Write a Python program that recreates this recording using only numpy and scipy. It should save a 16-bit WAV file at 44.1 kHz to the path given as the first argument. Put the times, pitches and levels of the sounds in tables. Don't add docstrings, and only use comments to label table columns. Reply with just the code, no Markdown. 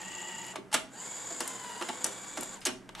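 import sys
import numpy as np
from scipy import signal
from scipy.fft import rfft, irfft
from scipy.io import wavfile

SR = 44100
rng = np.random.default_rng(int(sys.argv[2]) if len(sys.argv) > 2 else 0)


def inscribe(sig):
    pcm = np.round(np.clip(np.atleast_2d(sig).T, -1, 1) * 32767)
    wavfile.write(sys.argv[1], SR, pcm.astype(np.int16))


N = 132300
T = np.arange(N) / SR
TONES_AT_DB = -45
KNOCK_WINDOW_S = .008
# f/Hz, density/dB
BRUSH_SPECTRUM = [(4100, -29), (4850, -2), (5500, -26), (6400, -18), (6780, 8.5), (7280, 8.5), (7600, 2.5),
                  (8200, -1.5), (8800, -28)]


def amp(db):
    return np.exp(np.asarray(db) * np.log(10) / 20)


def unit(x):
    return x / np.sqrt(np.mean(x ** 2) + 1e-20)


def read(points, hz):
    f, value = np.transpose(points)
    return np.interp(np.log(hz + 1), np.log(f + 1), value)


def curves(table):
    s, *columns = np.transpose(table)
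    return [np.interp(T, s, c) for c in columns]


def colour(x, points):
    return irfft(rfft(x, 2 * N) * amp(read(points, np.fft.rfftfreq(2 * N, 1 / SR))))[:N]


def drift(rate_hz):
    ratio = (np.fft.rfftfreq(N, 1 / SR) / rate_hz) ** 2
    return unit(irfft(rfft(rng.standard_normal(N)) / (1 + ratio * ratio), N))


def add(mix, s, sound):
    part = mix[max(round(s * SR), 0):][:len(sound)]
    part += sound[:len(part)]


def knock(levels_db, length, part_hz, part_db):
    # low edge/Hz, high edge/Hz, rise/s, t60 at length factor 1/s
    bands = [(200, 406, 0.0086, 0.15), (524, 1730, 0.00083, 0.085), (1285, 3900, 0.000077, 0.11),
             (4400, 9740, 0.0015, 0.045)]
    # f/Hz, level relative to the blow/dB, t60/s
    chassis_modes = [(631.8, -5.5, 0.23), (894, 0.5, 0.068), (1127, -12, 0.17), (2815, -7, 0.11),
                     (3010, -19, 0.18)]
    t = T[:SR // 3]
    out = np.zeros(len(t))
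    for db, (lo, hi, rise, t60) in zip(levels_db, bands):
        burst = rng.standard_normal(len(t)) * (1 - np.exp(-t / rise)) * amp(-60 * t / (t60 * length))
        cluster = signal.sosfilt(signal.butter(3, [lo, hi], "band", fs=SR, output="sos"), burst)
        out += amp(db) * unit(cluster) * np.sqrt(KNOCK_WINDOW_S / t[-1])
    force = [(np.sqrt(lo * hi), db) for (lo, hi, _, _), db in zip(bands, levels_db)]
    chassis = [(hz, db + read(force, hz), t60) for hz, db, t60 in chassis_modes]
    part_t60 = .025 + 37 / part_hz
    for hz, db, t60 in chassis + [(part_hz, part_db, part_t60)]:
        detuned_hz = hz * (1 + 0.0051 * rng.standard_normal())
        envelope = amp(db - 60 * t / t60) * (1 - np.exp(-t * hz / 2))
        out += envelope * np.sin(2 * np.pi * (detuned_hz * t + rng.random()))
    return out


def snaps():
    # t/s, level before EQ/dB
    cues = [(0.4658, -38.5), (0.741, -17.5), (1.4045, -28), (1.477, -26), (2.0433, -18), (2.065, -31),
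            (2.409, -28.5), (2.432, -28.5), (2.607, -45.5)]
    # f/Hz, gain/dB
    steel_eq = [(4000, -14.5), (7000, -2), (8600, 2), (10200, -2), (11500, -8), (15000, -25)]
    t, out = T[:4096], np.zeros(N)
    t60 = 0.024
    for s, db in cues:
        tick = unit(rng.standard_normal(len(t)) * amp(-60 * t / t60))
        add(out, s, amp(db) * tick * np.sqrt(KNOCK_WINDOW_S / t[-1]))
    return colour(out, steel_eq)


def scrapes(rate_hz, sharp, uneven_db):
    turns = np.cumsum(rate_hz) / SR
    strength = amp(uneven_db * (2 * rng.random(N) - 1))[turns.astype(int)]
    return unit(strength * np.exp(sharp * np.cos(2 * np.pi * (turns - .5))))


def whine(hz, partials, flutter, rough):
    turns = np.cumsum(hz * (1 + flutter * drift(47.6))) / SR
    out = np.zeros(N)
    for multiple, db in partials:
        shimmer = amp(1.6 * drift(35))
        smear_hz = 2 * np.sqrt(multiple * hz.mean())
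        teeth = shimmer + rough * (drift(smear_hz) + 1j * drift(smear_hz))
        carrier = np.exp(2j * np.pi * (multiple * turns + rng.random()))
        out += amp(db) * unit((teeth * carrier).real)
    return out


def lift_motor():
    # t/s, gear mesh/Hz, brush level/dB, gear level/dB
    run = [(.89, 603.4, -69, -68), (.94, 791, -54, -49.5), (.99, 951, -41, -47), (1.06, 1109, -42, -45),
           (1.29, 1131, -39.5, -45), (1.38, 1085, -40, -45), (1.46, 1053, -44.5, -41),
           (1.56, 1024, -45, -43.5), (1.66, 993, -47.5, -43), (1.76, 944, -49.5, -43.5),
           (1.92, 1101, -45, -43.5), (2.13, 1142, -45, -45), (2.31, 1151, -45, -46),
           (2.545, 1145, -44.5, -46), (2.57, 1021, -75, -47.5), (2.61, 692, -79, -60)]
    # multiple of the mesh rate, relative level/dB
    partials = [(.453, -64), (1, -55), (2, -52.5), (3, -57), (3.28, -66.5), (4, -82), (5, -68)]
    # f/Hz, density/dB
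    rattle_spectrum = [(100, -40), (196, -2), (400, -5), (718, -2), (962, 1.5), (1210, -6), (1460, -1),
                       (1810, -3.5), (2270, -10.5), (2470, -11), (3460, -7.5), (5600, -15.5), (7050, -3),
                       (11700, -21), (15000, -57)]
    # f/Hz, gain/dB
    housing_eq = [(850, 5.5), (970, 8), (1100, -2.5), (2650, -5), (2900, 3), (3150, -6), (4500, 14),
                  (4830, 7), (5200, 3)]
    mesh_hz, brush_db, gear_db = curves(run)
    throb = scrapes(mesh_hz / 60, sharp=0.26, uneven_db=.8)
    chatter = scrapes(mesh_hz / 20, sharp=0.16, uneven_db=1)
    brush = unit(colour(throb * chatter * rng.standard_normal(N), BRUSH_SPECTRUM)) * amp(brush_db)
    rattle = scrapes(mesh_hz * .15, sharp=0.066, uneven_db=3.0) * rng.standard_normal(N)
    gears = unit(colour(rattle, rattle_spectrum)) * amp(gear_db)
    tones = whine(mesh_hz, partials, flutter=0.008, rough=0.52)
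    housed_tones = colour(tones, housing_eq) * amp(gear_db - TONES_AT_DB)
    return (brush + housed_tones + gears) * (T > run[0][0]) * (T < run[-1][0])


def unload_motor():
    # t/s, shaft speed/Hz, brush level/dB, gear level/dB
    run = [(0, 87.4, -46.5, -45.5), (.13, 90.12, -42.5, -46.5), (.42, 90.06, -44, -46.5),
           (.525, 90.5, -47.5, -46.5), (.55, 87, -66, -55), (.6, 65, -74, -77)]
    # multiple of the shaft speed, relative level/dB
    partials = [(2.1, -55.5), (4, -57), (10, -51.5), (13, -60.5), (20.2, -64), (21.35, -50.5),
                (30.45, -55.5), (32.3, -52), (36.6, -60)]
    # f/Hz, density/dB
    rattle_spectrum = [(100, -24), (170, -9.5), (324, -10), (359, -14), (570, -10), (885, -6),
                       (1070, -12.5), (2090, -10), (2860, -13.5), (5720, -19), (7050, -13), (15000, -37.5)]
    shaft_hz, brush_db, gear_db = curves(run)
    throb = scrapes(shaft_hz / 3, sharp=0.42, uneven_db=1.2)
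    chatter = scrapes(shaft_hz, sharp=0.3, uneven_db=1.5)
    brush = unit(colour(throb * chatter * rng.standard_normal(N), BRUSH_SPECTRUM)) * amp(brush_db)
    rattle = scrapes(shaft_hz * 2, sharp=0.17, uneven_db=3.0) * rng.standard_normal(N)
    gears = unit(colour(rattle, rattle_spectrum)) * amp(gear_db)
    tones = whine(shaft_hz, partials, flutter=.009, rough=0.9) * amp(brush_db - TONES_AT_DB)
    return (brush + tones + gears) * (T < run[-1][0])


def cassette_slide():
    # t/s, level/dB
    swell = [(2.945, -78), (2.96, -48), (2.975, -48.5), (3.0, -37)]
    # f/Hz, density/dB
    scuff_spectrum = [(88, -33), (150, -6), (566, -12), (860, 4), (1190, -7), (1870, -6.5), (6940, -17),
                      (14000, -32)]
    grain = rng.standard_normal(N) * amp(1.3 * drift(190))
    return amp(curves(swell)[0]) * (T > swell[0][0]) * unit(colour(grain, scuff_spectrum))


def room(x):
    # f/Hz, t60/s
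    decay = [(150, 0.9), (1000, 0.32), (6000, 0.3), (13000, 0.21)]
    hz, t, noise = signal.stft(rng.standard_normal(SR // 2), SR, nperseg=256)
    envelope = amp(-60 * t / read(decay, hz)[:, None]) * np.minimum(t / 0.0071, 1)
    tail = signal.istft(noise * envelope, SR, nperseg=256)[1]
    return signal.fftconvolve(x, tail / np.linalg.norm(tail))[:N]


def background():
    # f/Hz, level/dB
    hum_tones = [(125, -64.5), (190, -61.5)]
    # t/s, level/dB
    rumble_swell = [(1.9, -75.5), (2.85, -63)]
    # f/Hz, density/dB
    floor_spectrum = [(30, -11), (80, -4), (130, 5), (300, 5.5), (700, 0), (1800, -3), (4000, -18.5),
                      (9000, -18.5), (15000, -37)]
    hum = np.zeros(N)
    for hz, db in hum_tones:
        waver = amp(2.9 * drift(4.3))
        turns = np.cumsum(hz + 3 * drift(12.3)) / SR
        hum += amp(db) * unit(waver * np.sin(2 * np.pi * turns))
    low_band = (drift(14) + 1j * drift(27)) * np.exp(2j * np.pi * 42.5 * T)
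    rumble = unit(low_band.real) * amp(curves(rumble_swell)[0])
    return hum + rumble + amp(-55.5) * unit(colour(rng.standard_normal(N), floor_spectrum))


def scene():
    # t/s, thump/dB, body/dB, clack/dB, tick/dB, length factor, struck part's ring/Hz, ring level/dB
    blows = [(0.535, -46, -45, -62, -68, 1.7, 692, -38), (0.5562, -36.5, -35, -38.5, -42, 0.9, 400, -35),
             (0.7141, -62, -43, -45, -45, 3.6, 880, -52), (0.727, -51, -42, -30, -30.5, 2.2, 858, -22),
             (0.7413, -32.5, -25, -22, -23, 0.99, 262, -30.5), (1.3045, -43, -52, -66, -46, 0.87, 670, -34),
             (1.404, -40, -33, -36, -30.5, 1, 348, -32.5),
             (1.8111, -45, -32, -38.5, -43, 1.1, 347.2, -27.5),
             (1.8225, -48, -36, -38.5, -39.5, 0.46, 2730, -30),
             (1.887, -36.5, -38, -33.5, -38, 0.71, 706.5, -26.5),
             (1.897, -64, -39, -63, -50, 0.6, 873, -24), (2.0427, -41, -39, -43, -27, 0.38, 5990, -19.5),
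             (2.052, -37.5, -35.5, -37, -55, 1.7, 517, -34), (2.372, -34.5, -34, -39, -36.5, 1, 243, -38),
             (2.424, -52, -40.5, -42.5, -50, 0.69, 400, -44),
             (2.6144, -57, -55, -44, -47.5, 3.1, 5025, -42), (2.652, -36, -41, -35.5, -25.5, 1, 6500, -22),
             (2.657, -39, -38, -33.5, -27.5, 1.2, 1654, -30),
             (2.667, -36.5, -38, -29.5, -28.5, 0.7, 357, -28), (2.683, -40, -36.5, -41, -53, 1.9, 242, -35),
             (2.8909, -55, -45, -46, -52, 0.29, 1133, -43),
             (2.9496, -69, -44.5, -42.5, -47, 0.4, 3540, -44)]
    # f/Hz, side gain/dB
    side_eq = [(60, -2.5), (200, -6), (1400, -12), (2800, -8.5), (6000, -14.5), (10000, -7.5)]
    # f/Hz, left minus right/dB
    balance = [(150, -2.5), (6000, 0.45)]
    knocks = snaps()
    for s, *levels_db, length, part_hz, part_db in blows:
        add(knocks, s, knock(levels_db, length, part_hz, part_db))
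    deck = knocks + unload_motor() + lift_motor() + cassette_slide()
    mid = deck + amp(-10.5) * room(knocks) + background()
    scatter = rng.standard_normal(SR // 4) * np.exp(-T[:SR // 4] / 0.038)
    reflections = signal.fftconvolve(deck, scatter / np.linalg.norm(scatter))[:N]
    side = colour(reflections + background(), side_eq)
    left = colour(mid + side, [(hz, db / 2) for hz, db in balance])
    right = colour(mid - side, [(hz, -db / 2) for hz, db in balance])
    return np.array([left, right])


def record(dry):
    microphone_eq = [(10500, -2.5), (12500, 1.5), (15500, -17)]  # f/Hz, gain/dB
    dull = np.array([colour(channel, microphone_eq) for channel in dry])
    high_cut = signal.firwin(511, 15850, window=("kaiser", 9), fs=SR)
    return signal.oaconvolve(dull, high_cut[None], "same")


dry = scene()
out = record(dry)
inscribe(out)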